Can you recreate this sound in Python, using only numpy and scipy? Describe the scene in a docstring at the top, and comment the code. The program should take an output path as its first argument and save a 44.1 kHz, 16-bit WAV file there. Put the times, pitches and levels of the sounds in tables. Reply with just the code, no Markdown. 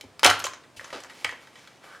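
"""Plastic earmuffs on a workbench in a small room, close to a nearly mono microphone, for two seconds.
After a light click and nudge, the headband swings over and clatters down, thumping the bench. Then fingers
slide over the cups, which tick and creak as they are gripped, give one sharp snap at 1.25 s and tick on.
Blows are noise bursts with ringing modes, knocks and thumps are decaying sines, and fingers are grainy noise.
Room reflections and a steady hiss lie behind, a little wider than the handling."""
import sys
import numpy as np
from scipy import signal
from scipy.fft import rfft, irfft
from scipy.io import wavfile

SR = 44100
rng = np.random.default_rng(int(sys.argv[2]) if len(sys.argv) > 2 else 0)


def unload_audio(sound):
    """Save the sound as a 16-bit wav file, at the path given as the first command line argument."""
    columns = np.transpose(np.atleast_2d(sound))
    # keep every value between -1 and 1, then stretch to whole-number steps
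    steps = np.round(np.clip(columns, -1, 1) * 32767)
    wavfile.write(sys.argv[1], SR, steps.astype(np.int16))


N = 88200  # two seconds of samples

# Centres of the four bands (low, mid, high, top) of every plastic or skin contact: (frequency [Hz])
CONTACT_BANDS_HZ = (600, 1500, 5000, 11000)
# The next three tables list blows before the shell high-pass, with band levels per octave:
# (time [s], resonance [Hz], boost [dB], low [dB], mid [dB], high [dB], top [dB], t60 [s])
# The headband clatters down
HEADBAND_CLATTER = [(.2317, 1140, 11.5, -23.5, -17.5, -16, -28, 0.015),
                    (.238, 3100, 8, -37, -12.5, -24, -29.5, 0.019),
                    (.2448, 6000, 15, -19.5, -14, -19, -18.5, 0.019),
                    (.2472, 3140, 6, -22.5, -12, -17, -20, 0.052),
                    (.2545, 760, 6.5, -15, -8, -40, -33, 0.071), (.262, 745, 7, -29, -18, -8, -17, 0.02),
                    (.267, 770, 6, -23, -27, -30, -33, 0.042),
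                    (.2712, 3000, 13, -19, -24, -24.5, -31, 0.052),
                    (.2947, 2930, 13.5, -30.5, -10, -32, -44, .013),
                    (.2996, 1400, 4, -33, -25, -20.5, -27.5, 0.044),
                    (.3105, 1010, 3.5, -22, -10.5, -27, -44, 0.015)]
# Hard plastic parts click
PLASTIC_CLICKS = [(.0105, 2780, 7, -52, -43, -34, -40.5, 0.015),
                  (.194, 5070, 12.5, -56, -31.5, -44, -38.5, 0.021),
                  (.393, 12000, 1.5, -58, -50, -43, -30, .014),
                  (.3998, 2980, 6, -35, -36.5, -30.5, -37.5, 0.025),
                  (.4215, 1500, 9, -53, -34, -48, -44, 0.012),
                  (.4408, 6350, 17.5, -38, -27, -33, -37, 0.019),
                  (.4436, 2880, 16.5, -51, -25, -34.5, -36, 0.019),
                  (.4487, 5900, 21.5, -28, -42, -43.5, -49, 0.04),
                  (.4555, 7500, 8, -58, -28, -35, -39, 0.034), (.4668, 1040, 0, -45, -22, -30, -36, 0.02),
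                  (.81, 2500, 4, -40, -43, -53, -62, 0.032), (1.003, 8000, 10, -65, -57, -48, -53, 0.021),
                  (1.036, 6300, 18, -65, -38, -48, -54, 0.018),
                  (1.2450, 8840, 13, -37, -32, -31.5, -38, .018),
                  (1.2462, 2300, 11.5, -28, -22, -19, -44, 0.015),
                  (1.2505, 676, 3.5, -37.5, -26.5, -46, -52, 0.03)]
# The cup is nudged and rings
CUP_TAPS = [(.041, 388, 18.5, -49.5, -82, -62, -75, 0.059),
            (.534, 6400, 13.5, -52, -39, -47.5, -61.5, 0.067),
            (.637, 1890, 7.5, -66, -51.5, -61, -69, 0.035),
            (.7957, 1900, 10.5, -53, -39, -58.5, -63, 0.016), (.8432, 6400, 16, -56, -37, -53.5, -59, 0.05),
            (.9038, 1900, 6.5, -50, -38.5, -48, -61, 0.027),
            (.928, 1120, 10, -46.5, -37.5, -60, -66, 0.024), (1.046, 1900, 4, -41, -37.5, -50, -54, 0.023),
            (1.097, 1880, 7.5, -59, -47, -52, -59, 0.12), (1.172, 2500, 3, -64, -55, -62, -65, .025),
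            (1.264, 1930, 20, -49, -43, -59, -60, 0.041), (1.2925, 1840, 13, -46, -36.5, -40.5, -49, 0.019),
            (1.3115, 6360, 12, -55, -53, -46, -58, .02),
            (1.3248, 1850, 12, -43.5, -41.5, -51.5, -62, 0.058),
            (1.471, 1810, 12, -59, -51.5, -54, -64, 0.046), (1.556, 1850, 9, -61, -50, -52.5, -65, .04),
            (1.674, 1900, 1, -60, -48, -51.5, -60, 0.042)]
# Modes of the whole frame: (frequency [Hz], level against the blow [dB], t60 [s])
FRAME_MODES = [(275, -17, .3), (444, -15, .22), (685, -17, .11), (735, -18, .18), (840, -16, .13),
               (1245, -17, .15), (1354, -15, .18), (1510, -21, .18), (1720, -24, .14), (1925, -23, .13),
               (2862, -25, .12), (3074, -19, .11), (4650, -27, .11), (6290, -27, .1), (8550, -26, .12)]
# Modes of one cup: (frequency [Hz], level against the blow [dB], t60 [s])
CUP_MODES = [(985, -7, .11), (1770, -13, .05), (1890, -10, .06), (2080, -14, .04), (3020, -14, .06),
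             (4694, -14, .05), (6347, -13, .045)]
# Hollow knocks of a cup wall, with a run where it judders under the thumb:
# (time [s], pitch [Hz], level before the high-pass [dB], t60 [s])
CUP_KNOCKS = [(.041, 249, -41, 0.038), (.4668, 1043, -19.5, 0.033), (.7957, 1890, -28, 0.0092),
              (.928, 604, -29.5, 0.038), (.938, 680, -33.5, 0.05), (0.945, 458, -33, 0.038),
              (0.955, 355, -33.5, .04), (.964, 292, -43, 0.048), (1.249, 703, -30.5, 0.026),
              (1.2928, 1880, -30, 0.049)]
# The bench top is bumped: (time [s], level [dB])
BENCH_THUMPS = [(0.039, -51.5), (.262, -35), (.293, -40.5), (0.769, -54), (1.246, -50)]
# Boom modes of the bench top: (frequency [Hz], level against the bump [dB], t60 [s])
BENCH_MODES = [(73, -2, .24), (102, 0, .3), (128, -10, .25), (162, -9, .25)]
# Fingers slide on the shells, band levels per octave: (time [s], rise [s], fall by 30 dB [s],
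# resonance [Hz], boost [dB], low [dB], mid [dB], high [dB], top [dB])
FINGER_RUBS = [(.034, 0.0047, 0.051, 280, 24, -56, -65, -66, -79),
               (.762, 0.0064, 0.11, 2670, 10, -63, -61, -47.5, -54),
               (.78, 0.065, 1, 283, 11.5, -59.5, -55.5, -56.5, -63.5),
               (.926, .004, .17, 1100, -1.5, -40, -41.5, -42.5, -58.5),
               (1.08, 0.12, 0.4, 2190, 6.5, -56, -59.5, -55.5, -61),
               (1.398, .02, 0.2, 2100, 7, -64, -63, -61.5, -65.5),
               (1.51, 0.074, 0.55, 4570, -4, -68, -58.5, -55.5, -69),
               (1.81, 0.039, 0.46, 1210, 6, -57.5, -55, -60, -64.5),
               (1.9, 0.047, 0.073, 1480, 13.5, -63, -54.5, -62, -67)]
# Tail of the small room: (band centre [Hz], t60 [s], level against the direct sound [dB])
ROOM_BANDS = [(151, 0.86, -9.5), (473, 0.42, -7.5), (1400, 0.41, -6.5), (3260, 0.37, -6.5),
              (7240, 0.24, -7.5), (14000, 0.29, -11.5)]
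# Width of the room, as the gain of the side signal: (frequency [Hz], gain [dB])
SIDE_GAIN = [(30, -22), (70, -33), (140, -13), (300, -8), (650, -20), (1400, -20), (3000, -13.5),
             (6000, -11.5), (9000, -11.5), (13000, -32)]
# Spectrum shape of the room hiss: (frequency [Hz], relative level per Hz [dB])
HISS_SHAPE = [(15, -64), (25, -31.5), (130, -1.5), (206, -5.5), (242, -1.5), (354, -3.5), (607, -4.5),
              (677, -5), (988, -7.5), (5880, -21), (6380, -22), (8360, -23), (16000, -40)]

RESONANCE_OCT = 0.27  # half width of a contact's favoured resonance
BASS_DB_PER_OCT, TOP_DB_PER_OCT = 14, 25  # fall below the lowest and above the highest contact band
ATTACK_S = 0.00037
CLICK_RING_DB = -5
SHELL_CUT_HZ, KNOCK_CUT_HZ = 300, 170
RUB_GRAINS_PER_S, RUB_SCATTER_DB = 900, 3
ROOM_GAP_S = 0.0046  # silence before the tail
EARLY_DB, EARLY_S = -9, 0.0066  # level of the early reflections, time of their 30 dB decay factor
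HISS_DB = -56.5  # rms level
CEILING, TOP_HZ = 1.9, 16200  # amplitude where peaks level off, and recorder cutoff


def amp(db):
    """Decibels to gain."""
    return 10 ** (np.asarray(db) / 20)


def clock(seconds):
    """Time axis in seconds."""
    return np.arange(int(seconds * SR)) / SR


def add(out, start, x):
    """Mix x into out at a time in seconds."""
    i = max(int(start * SR), 0)
    out[i:i + len(x)] += x[:len(out) - i]


def along(hz, points):
    """Read (frequency [Hz], value) points on a log-frequency axis."""
    f, v = np.array(points, float).T
    return np.interp(np.log(hz + 1), np.log(f), v)


def noise(gain, size):
    """Random-phase noise with the spectrum gain(Hz); a gain of 1 gives rms 1."""
    hz = np.fft.rfftfreq(size, 1 / SR) + 1
    phases = np.exp(2j * np.pi * rng.random(len(hz)))
    return irfft(gain(hz) * phases, size) * np.sqrt(size)


def fade(t, t60):
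    """Exponential decay by 60 dB in t60 seconds."""
    return amp(-60 * t / max(t60, 1e-3))


def ring(modes, t):
    """Decaying modes, each struck at a chance phase."""
    out = np.zeros(len(t))
    for hz, db, t60 in modes:
        out += amp(db) * fade(t, t60) * np.sin(2 * np.pi * (hz * t + rng.random()))
    return out


def contact_db(hz, colour):
    """Octave level of a contact: four bands and one broad resonance, falling away at both ends."""
    peak_hz, peak_db, *band_dbs = colour
    octaves_below = np.maximum(np.log2(CONTACT_BANDS_HZ[0] / hz), 0)
    octaves_above = np.maximum(np.log2(hz / CONTACT_BANDS_HZ[-1]), 0)
    boost = peak_db / (1 + (np.log2(hz / peak_hz) / RESONANCE_OCT) ** 2)
    bands = along(hz, list(zip(CONTACT_BANDS_HZ, band_dbs)))
    return bands + boost - BASS_DB_PER_OCT * octaves_below - TOP_DB_PER_OCT * octaves_above


def contact(colour, size):
    """Noise for the dense, heavily damped vibration of plastic."""
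    def gain(hz):
        """Spread each octave's power over its width in Hz."""
        return amp(contact_db(hz, colour)) * np.sqrt(SR / 2 / (hz * np.log(2)))
    return noise(gain, size)


def high_pass(x, hz):
    """Small shells radiate little bass."""
    return signal.sosfilt(signal.butter(3, hz, "high", fs=SR, output="sos"), x)


def blows(table, modes, ring_db):
    """Each blow is a short crack with the ring of the part that was hit, coloured by the same contact."""
    out, t = np.zeros(N), clock(.5)
    for start, *colour, t60 in table:
        crack = contact(colour, size=len(t)) * fade(t, t60)
        struck = [(hz, db + ring_db + contact_db(hz, colour), decay) for hz, db, decay in modes]
        tone = ring(struck, t)
        add(out, start, (crack + tone) * np.minimum(t / ATTACK_S, 1))
    return out


def knocks():
    """Each knock rings one well-damped resonance of the cup wall."""
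    out, t = np.zeros(N), clock(.2)
    for start, hz, db, t60 in CUP_KNOCKS:
        add(out, start, ring([(hz, db, t60)], t) * np.minimum(t / ATTACK_S, 1))
    return out


def fingers():
    """Sliding skin: grainy friction that swells and dies away."""
    out, t = np.zeros(N), clock(0.96)
    for start, rise, fall, *colour in FINGER_RUBS:
        scatter = np.interp(t * RUB_GRAINS_PER_S, np.arange(len(t)), rng.standard_normal(len(t)))
        grain = amp(RUB_SCATTER_DB * scatter)
        grain = grain / np.sqrt(np.mean(grain ** 2))
        swell = np.minimum(t / max(rise, 1e-3), 1)
        shape = swell * fade(np.maximum(t - rise, 0), fall * 2)
        add(out, start, contact(colour, size=len(t)) * shape * grain)
    return out


def bench(rise_s=.008):
    """Low boom of the bench top: a few bass modes with a soft onset."""
    out, t = np.zeros(N), clock(.5)
    for start, db in BENCH_THUMPS:
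        add(out, start, amp(db) * ring(BENCH_MODES, t) * np.minimum(t / rise_s, 1))
    return out


def room_response():
    """Quick reflections off the bench and tools, with a tail whose bands fade at their own rates."""
    t = clock(.5)
    tail = np.zeros(len(t))
    centres = [row[0] for row in ROOM_BANDS]
    # each row of the identity picks out one band, overlapping its neighbours
    for weights, (_, t60, db) in zip(np.eye(len(ROOM_BANDS)), ROOM_BANDS):
        shape = fade(t, t60) * (t > ROOM_GAP_S)
        band = noise(lambda hz: np.sqrt(along(hz, list(zip(centres, weights)))), size=len(t))
        tail += amp(db) * band * shape / np.linalg.norm(shape)
    early_shape = t * fade(t, 2 * EARLY_S)
    early = rng.standard_normal(len(t)) * early_shape / np.linalg.norm(early_shape)
    return tail + amp(EARLY_DB) * early


def background():
    """Steady room hiss: shaped noise set to one rms level."""
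    hiss = noise(lambda hz: amp(along(hz, HISS_SHAPE)), size=N)
    return amp(HISS_DB) * hiss / hiss.std()


def scene():
    """All handling is in the centre; only the room and hiss have a little width."""
    shells = blows(HEADBAND_CLATTER, FRAME_MODES, ring_db=0)
    shells += blows(PLASTIC_CLICKS, FRAME_MODES, CLICK_RING_DB)
    shells += blows(CUP_TAPS, CUP_MODES, ring_db=0)
    close = high_pass(shells, SHELL_CUT_HZ) + high_pass(knocks(), KNOCK_CUT_HZ) + fingers() + bench()
    # independent room and hiss for the middle and the side
    middle, side = (signal.fftconvolve(close, room_response())[:N] + background() for _ in range(2))
    side = irfft(rfft(side) * amp(along(np.fft.rfftfreq(N, 1 / SR), SIDE_GAIN)), N)
    return np.array([close + middle + side, close + middle - side])


def record(dry):
    """The recorder rounds the loudest peaks and cuts the top."""
    rounded = CEILING * np.tanh(dry / CEILING)
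    return signal.sosfilt(signal.ellip(8, .2, 70, TOP_HZ, fs=SR, output="sos"), rounded)


dry = scene()
out = record(dry)
unload_audio(out)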